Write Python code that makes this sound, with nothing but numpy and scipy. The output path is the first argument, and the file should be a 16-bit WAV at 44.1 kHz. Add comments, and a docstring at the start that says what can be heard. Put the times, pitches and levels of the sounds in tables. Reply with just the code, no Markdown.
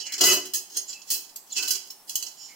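"""In a small room, a steel spoke is pushed through a hole in a bicycle hub held over a wooden table.
It rasps in two hard shoves and several light rubs, each a stream of tiny slips, and it squeals when
friction holds one note. It also clinks against the spokes already in the wheel. Rasps and clinks ring
the same spokes and hub; the hardest shove also shakes the wheel and the table, heard as extra bass.
The room adds a short echo, and a faint hiss lies underneath."""
import sys
import numpy as np
from scipy import signal
from scipy.fft import rfft, irfft, next_fast_len
from scipy.io import wavfile

SR = 44100
rng = np.random.default_rng(int(sys.argv[2]) if len(sys.argv) > 2 else 0)


def transcribe(u):
    """Save the signal u as a 16-bit wav file named by the first command-line argument.

    u: samples, shape (n,) or (channels, n), limited to [-1, 1]; the rate is SR.
    q: integer samples, one column per channel.
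    """
    v = np.clip(np.atleast_2d(u).T, -1, 1)
    q = np.round(v * 32767).astype(np.int16)
    wavfile.write(sys.argv[1], SR, q)


N = 112454

# Spoke hitting spoke (a pan above 0 leans left):
# start_s, level_db, bass_db, treble_db, chatter_s, chatter_db, pan_db
CLINKS = [(0.121, -3, -8.5, -4.5, 0.0085, 3.5, -3), (0.137, 0.5, -24, -14, 0.0028, 3, -1),
          (0.1797, -1.5, -2, -12, 0.0069, 6.5, 0), (0.2088, 13, 4.5, -6, .008, 5.5, 1),
          (0.237, 13.5, 4, -4, 0.0052, 1.5, 1.5), (.4534, -8, 1, -1.5, 0.012, 3.5, -3),
          (0.5363, 4, -6, 2, 0.022, 6, -3), (0.7716, 3.5, -7.5, -5.5, .003, -3.5, -4.5),
          (0.929, -5.5, -15, -15, 0.0027, 1.5, -1), (1.018, -13, -8, -15, 0.0088, -8, -6),
          (1.1026, 4, -8, 3.5, 0.028, 7.5, -2), (1.293, -20, 0, -8, .006, 1, -7),
          (1.3603, -10, -15, 0, 0.0017, -2, -7), (1.6247, 1, -2.5, -4, 0.0049, 3, -6),
          (1.6762, -1, -7.5, 0, 0.019, 8.5, -2.5), (1.7067, 7.5, -9, 2, 0.0066, -0.5, -6),
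          (1.905, -14.5, -2.5, 1.5, 0.002, 3, -6.5), (2.095, -0.5, -14, -0.5, 0.0022, -7, -2.5),
          (2.155, 5, -19.5, 1.5, 0.00092, -1.5, -3), (2.2251, -1, -7.5, -4.5, 0.0018, 1, -6.5),
          (2.2647, -7.5, -5, -8.5, 0.0036, 1.5, -7)]
# High notes that some clinks leave behind: start_s, pitch_hz, level_db
PINGS = [(.769, 6465, -23), (.769, 9210, -26), (0.77, 12560, -23), (1.361, 7655, -35.5),
         (1.361, 12620, -37), (1.359, 14250, -31), (1.903, 5394, -31.5), (1.905, 15385, -38),
         (2.157, 8470, -30), (2.158, 11480, -31), (2.156, 14390, -25.5)]
# How the rasp changes during each shove: time_s, level_db, bass_db, treble_db
FIRST_SHOVE = [(.203, -20.5, 18, -2), (.212, -36, 0, -5), (.232, -25.5, 21.5, -5), (.254, -13, -5.5, 0.5),
               (.28, -17, 10, -0.5), (.305, -17, 4.5, -3.5), (.325, -12, 9, -2.5), (.345, -24, 2, 1.5),
               (.365, -27.5, 13.5, -7), (.41, -50, 8, -8)]
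SECOND_SHOVE = [(1.495, -45, -18, -10), (1.53, -33, -20, -2), (1.545, -43, -10, -10),
                (1.562, -18.5, -6.5, -15), (1.578, -18.5, -8, -9.5), (1.615, -37.5, 7, -3),
                (1.655, -29, -0.5, -7), (1.70, -40, -3, 5), (1.728, -31, -11, 2), (1.755, -23, -6, -5),
                (1.775, -57, 7, -6), (1.88, -42, -8, -2)]
# Light sliding touches: peak_s, rise_s, fall_s, level_db, treble_db, pan_db
RUBS = [(0, .01, 0.02, -27, -20, -8), (.065, .01, 0.012, -26.5, -15, -3.5),
        (0.14, 0.0037, 0.01, -32.5, -16, 1), (.71, 0.017, 0.054, -41, -5, -2),
        (.765, 0.017, 0.028, -28, -11, -2), (.894, .017, 0.044, -34.5, -10, -7),
        (1.09, .02, 0.016, -37, -2, -3), (1.241, .01, 0.013, -45, -8, -13), (1.474, 0.013, .03, -49, -9, 1),
        (2.08, 0.0076, 0.21, -40, 1, -3.5), (2.44, 0.065, 0.091, -43, -10, -6)]
# Notes held by friction; most sink as the spoke's free end grows:
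# start_s, length_s, from_hz, to_hz, width_hz, level_db
SQUEALS = [(.0, .11, 3006, 2850, 59, -42), (0.044, .17, 2388, 1984, 680, -46),
           (0.207, 0.17, 2945, 2947, 15, -26.5), (0.24, 0.096, 2006, 2004, 4.4, -31),
           (0.263, 0.074, 2606, 2604, 18, -30), (.22, 0.16, 6514, 6514, 5.3, -37),
           (0.874, 0.05, 7260, 7080, 460, -36), (0.931, 0.077, 2680, 2610, 20, -49.5),
           (1.503, 0.037, 4270, 3940, 88, -44), (1.517, 0.0287, 3550, 3320, 82, -46),
           (1.52, 0.016, 7140, 6840, 320, -30), (1.563, 0.06, 2610, 2620, 6.3, -31.5),
           (1.56, 0.14, 1520, 1517, 64, -51), (1.12, 0.05, 2640, 2600, 21, -45),
           (1.71, .09, 2320, 2330, 69, -58), (2.478, 0.085, 2240, 2150, 170, -55.5)]
# Notes of the one spoke that sings in the last rub: pitch_hz, level_db
SINGING_NOTES = [(4780, -58.5), (5416, -48.5), (5700, -54.5), (6492, -64), (6918, -50), (7386, -56)]
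# Notes of the spokes and hub (ring_s is the time to fade by 60 dB): pitch_hz, level_db, ring_s
METAL_NOTES = [(292.5, -25.5, 0.27), (384.7, -23.5, 0.32), (612.6, -33, 0.27), (712.4, -29, 0.12),
               (1027, -33, 0.19), (1508, -29, 0.24), (1834, -31, 0.16), (2004, -26, .17),
               (2604, -20.5, 0.13), (2938, -16, 0.074), (3295, -21, 0.14), (3989, -16, 0.084),
               (4162, -12.5, 0.083), (4890, -22.5, 0.43), (4910, -15, 0.1), (5200, -21, 0.26),
               (5245, -23, 0.18), (5410, -14, 0.19), (5595, -16, 0.14), (5933, -24, 0.11), (6450, -34, 0.3),
               (6490, -9, 0.13), (6900, -12.5, 0.15), (7430, -17.5, 0.12), (8180, -19.5, 0.096),
               (8510, -23.5, 0.14), (9420, -15, 0.13), (9830, -21, .2), (12300, -19, 0.16),
               (13200, -21, 0.13), (14020, -20, 0.18), (14380, -20, 0.08), (15150, -14, .15),
               (15530, -26, .15)]
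# Tone of the wheel's short, noisy ring: pitch_hz, level_db
WHEEL_TONE = [(30, -71), (60, -55), (110, -28.5), (220, -17), (370, -6.5), (500, -16), (700, -15.5),
              (1200, -15), (1700, -14.5), (2400, -22.5), (2950, -3), (3350, -4), (3720, -21.5),
              (4100, -2.5), (5000, 3), (5950, -0.5), (6500, 1.5), (7500, -0.5), (8350, -4.5), (8750, -8.5),
              (9350, -7), (10250, -6), (11300, -5), (11950, -10), (12400, -2.5), (13200, -4), (13600, -9),
              (14200, -5.5), (15600, -2.5)]
# How long that noisy ring lasts: pitch_hz, ring_s
WHEEL_FADE = [(200, 0.19), (1500, 0.06), (5000, 0.065), (15000, 0.09)]
# How long the room's echo lasts: pitch_hz, ring_s
ROOM_FADE = [(150, 1), (600, 0.23), (2000, 0.44), (5000, 0.39), (15000, 0.21)]
# How alike left and right are (1 means the same): pitch_hz, likeness
LIKENESS = [(100, 0.83), (400, 0.93), (2000, 0.37), (4500, 0.31), (8000, 0.2), (15000, 0.12)]
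# How much louder the left side is than the right: pitch_hz, pan_db
BALANCE = [(100, 4), (380, 3.5), (700, 7), (1300, 5.5), (2400, -1.5), (4400, -1.5), (8000, -1.5),
           (15000, 2.5)]
# Tone of the background hiss: pitch_hz, level_db
HISS_TONE = [(25, -7), (60, -18), (110, -17), (180, -3.5), (300, -5), (520, -6.5), (850, 1.5), (1300, -7.5),
             (2400, -10.5), (5000, -10), (9000, -6), (15000, -5.5)]

SLIPS_PER_S, SLIP_SPREAD_DB = 2500, 5
CHATTER_RISE_S, PING_RING_S = 0.00094, 0.073
SING_START_S, SING_LENGTH_S, SING_WIDTH_HZ, SING_PAN_DB = 2.362, 0.15, 23, -7.5
NOTES_DB, NOTE_SPREAD_DB = -7.5, 2
BASS_HZ, TREBLE_HZ, TOP_HZ = 2270, 7870, 15830


def shove(push, pan_db, size=20000, edges=2):
    """The spoke rasps on both edges of its hole as the push changes."""
    times, *columns = np.transpose(push)
    t = times[0] + np.arange(size) / SR
    db, bass_db, treble_db = (np.interp(t, times, column) for column in columns)
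    loudness = amp(db) * (t < times[-1])
    out = np.zeros((2, N))
    for _ in range(edges):
        force = loudness * bass_and_treble(friction(size), bass_db, treble_db)
        add(out, times[0], pan(pan_db) * wheel_ring(force))
    return out / np.sqrt(edges)


def clinks(size=8192, lead=64):
    """Each clink is one sharp hit and a short chatter; some leave a bright ping."""
    out, t = np.zeros((2, N)), np.arange(size) / SR
    for start, db, bass_db, treble_db, chatter_s, chatter_db, pan_db in CLINKS:
        chatter = friction(size) * np.exp(-t / chatter_s) * (1 - np.exp(-t / CHATTER_RISE_S))
        hit = (t == 0) + amp(chatter_db) * chatter / (np.linalg.norm(chatter) + 1e-9)
        # The filter smears the hit both ways, so leave a few samples in front of it.
        force = bass_and_treble(np.roll(hit, lead), bass_db, treble_db)
        add(out, start - lead / SR, pan(pan_db) * amp(db) * wheel_ring(force))
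    for start, hz, db in PINGS:
        ping = np.sin(2 * np.pi * hz * t + rng.uniform(0, np.pi, (2, 1)))
        add(out, start, pan(-2.5) * amp(db - 60 * t / PING_RING_S) * ping)
    return out


def rubs(bass_db=-4, size=16384):
    """The spoke slides lightly, so the rasp swells and fades."""
    out = np.zeros((2, N))
    for peak, rise, fall, db, treble_db, pan_db in RUBS:
        start = max(peak - 2 * rise, 0)
        t = start - peak + np.arange(size) / SR
        swell = np.exp(-(t / np.where(t < 0, rise, fall)) ** 2)
        force = amp(db) * swell * bass_and_treble(friction(size), bass_db, treble_db)
        add(out, start, pan(pan_db) * wheel_ring(force))
    return out


def squeals():
    """Friction locks on to single notes of the sliding spoke."""
    out = np.zeros((2, N))
    for start, length, from_hz, to_hz, width_hz, db in SQUEALS:
        add(out, start, pan(-1.9) * amp(db) * rubbed_note(length, from_hz, to_hz, width_hz))
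    for hz, db in SINGING_NOTES:
        note = rubbed_note(SING_LENGTH_S, hz, hz, SING_WIDTH_HZ)
        add(out, SING_START_S, pan(SING_PAN_DB) * amp(db) * note)
    return out


def rubbed_note(length_s, from_hz, to_hz, width_hz, size=16384):
    """One note swells and fades; the greater its width, the more it wavers."""
    progress = np.linspace(0, 1, min(int(length_s * SR), size))
    wander = np.cumsum(rng.standard_normal(size)[:len(progress)]) * np.sqrt(2 * np.pi * width_hz / SR)
    wander = signal.lfilter(*signal.butter(2, 400, fs=SR), wander)
    phase = 2 * np.pi * np.cumsum(from_hz + (to_hz - from_hz) * progress) / SR
    return np.sqrt(2) * np.sin(np.pi * progress) * np.sin(phase + wander)


def friction(size):
    """Sliding steel moves in many tiny slips of uneven strength."""
    strength = amp(SLIP_SPREAD_DB * np.minimum(rng.exponential(1, size), 3.5))
    direction = rng.choice([-1, 1], size)
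    slipping = rng.random(size) < SLIPS_PER_S / SR
    return unit_level(strength * direction * slipping)


def wheel_ring(force, size=16384):
    """Each touch rings the body of the wheel and its own blend of spoke and hub notes."""
    body = colour(fading_noise(WHEEL_FADE, size), WHEEL_TONE)
    hz, db, ring_s = np.transpose(METAL_NOTES)
    left_phase = rng.uniform(0, 2 * np.pi, len(hz))
    right_phase = left_phase + rng.choice([-1, 1], len(hz)) * np.arccos(look_up(LIKENESS, hz))
    fade_rate = np.log(1000) / ring_s
    gain = amp(NOTES_DB + db + NOTE_SPREAD_DB * rng.standard_normal(len(hz))) * 2 * np.sqrt(fade_rate / SR)
    t = np.arange(1, size + 1) / SR
    notes = np.exp(np.outer(2j * np.pi * hz - fade_rate, t))  # one fading wave per row
    blend = gain * np.exp(1j * np.array([left_phase, right_phase]))
    return signal.fftconvolve(force[None], body + (blend @ notes).imag, axes=1)


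def room(sound, build_s=0.004, echo_db=-6):
    """The walls send back an echo that builds up over a few milliseconds."""
    echo = fading_noise(ROOM_FADE)
    t = np.arange(echo.shape[1]) / SR
    echo *= 1 - np.exp(-(t / build_s) ** 2)
    return sound + amp(echo_db) * signal.fftconvolve(sound, echo, axes=1)[:, :N]


def hiss(level_db=-53.5):
    """A faint, steady noise in the background."""
    return amp(level_db) * unit_level(colour(stereo_noise(N), HISS_TONE))


def fading_noise(fade_table, size=32768):
    """A burst of noise whose lows and highs fade at their own speeds."""
    hz, t, bands = signal.stft(stereo_noise(size), SR, nperseg=128)
    ring_s = look_up(fade_table, hz)[:, None]
    tail = signal.istft(bands * amp(-60 * t / ring_s) / np.sqrt(ring_s), SR)[1]
    return tail / np.linalg.norm(tail, axis=1, keepdims=True)


def stereo_noise(size):
    """White noise for left and right, most alike in the bass."""
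    left, other = rfft(rng.standard_normal((2, size)))
    likeness = look_up(LIKENESS, np.fft.rfftfreq(size, 1 / SR))
    right = likeness * left + np.sqrt(1 - likeness ** 2) * other
    return irfft(np.array([left, right]), size)


def bass_and_treble(force, bass_db, treble_db):
    """Turns the lows and highs of a force up or down."""
    hz, spectrum = np.fft.rfftfreq(len(force), 1 / SR), rfft(force)
    bass = irfft(spectrum / (1 + (hz / BASS_HZ) ** 8), len(force))
    treble = irfft(spectrum / (1 + (TREBLE_HZ / (hz + 1)) ** 14), len(force))
    return force + (amp(bass_db) - 1) * bass + (amp(treble_db) - 1) * treble


def colour(sound, tone_table):
    """Shapes a sound's tone with a filter that never rings ahead of the sound."""
    size = next_fast_len(2 * sound.shape[-1])
    log_gain = np.log(amp(look_up(tone_table, abs(np.fft.fftfreq(size, 1 / SR)))))
    response = np.exp(signal.hilbert(log_gain).conj())
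    return np.fft.ifft(np.fft.fft(sound, size) * response).real[..., :sound.shape[-1]]


def look_up(table, hz):
    """Reads between a table's rows, with octaves evenly spaced."""
    pitches, values = np.transpose(table)
    return np.interp(np.log(hz + 1), np.log(pitches + 1), values)


def add(mix, start_s, sound):
    """Mixes a sound in at its start time."""
    part = mix[..., max(round(start_s * SR), 0):][..., :sound.shape[-1]]
    part += sound[..., :part.shape[-1]]


def pan(db):
    """Left and right gains; above 0 leans left."""
    return amp(np.array([[db], [-db]]) / 2)


def amp(db):
    """Turns decibels into a gain."""
    return 10 ** (np.asarray(db) / 20)


def unit_level(sound):
    """Scales a sound to an average (rms) level of 1."""
    return sound / np.sqrt(np.mean(sound ** 2) + 1e-20)


def scene():
    """All the touches on the wheel, heard in the room over the hiss."""
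    touches = clinks() + shove(FIRST_SHOVE, pan_db=-1.5) + shove(SECOND_SHOVE, pan_db=-4.5)
    left, right = room(touches + rubs() + squeals())
    left = colour(left, [(hz, db / 2) for hz, db in BALANCE])
    right = colour(right, [(hz, -db / 2) for hz, db in BALANCE])
    return np.array([left, right]) + hiss()


def record(dry):
    """Cuts away the very highest treble."""
    low_pass = signal.firwin(701, TOP_HZ, window=("kaiser", 9), fs=SR)
    return signal.oaconvolve(dry, low_pass[None], "same")


dry = scene()
out = record(dry)
transcribe(out)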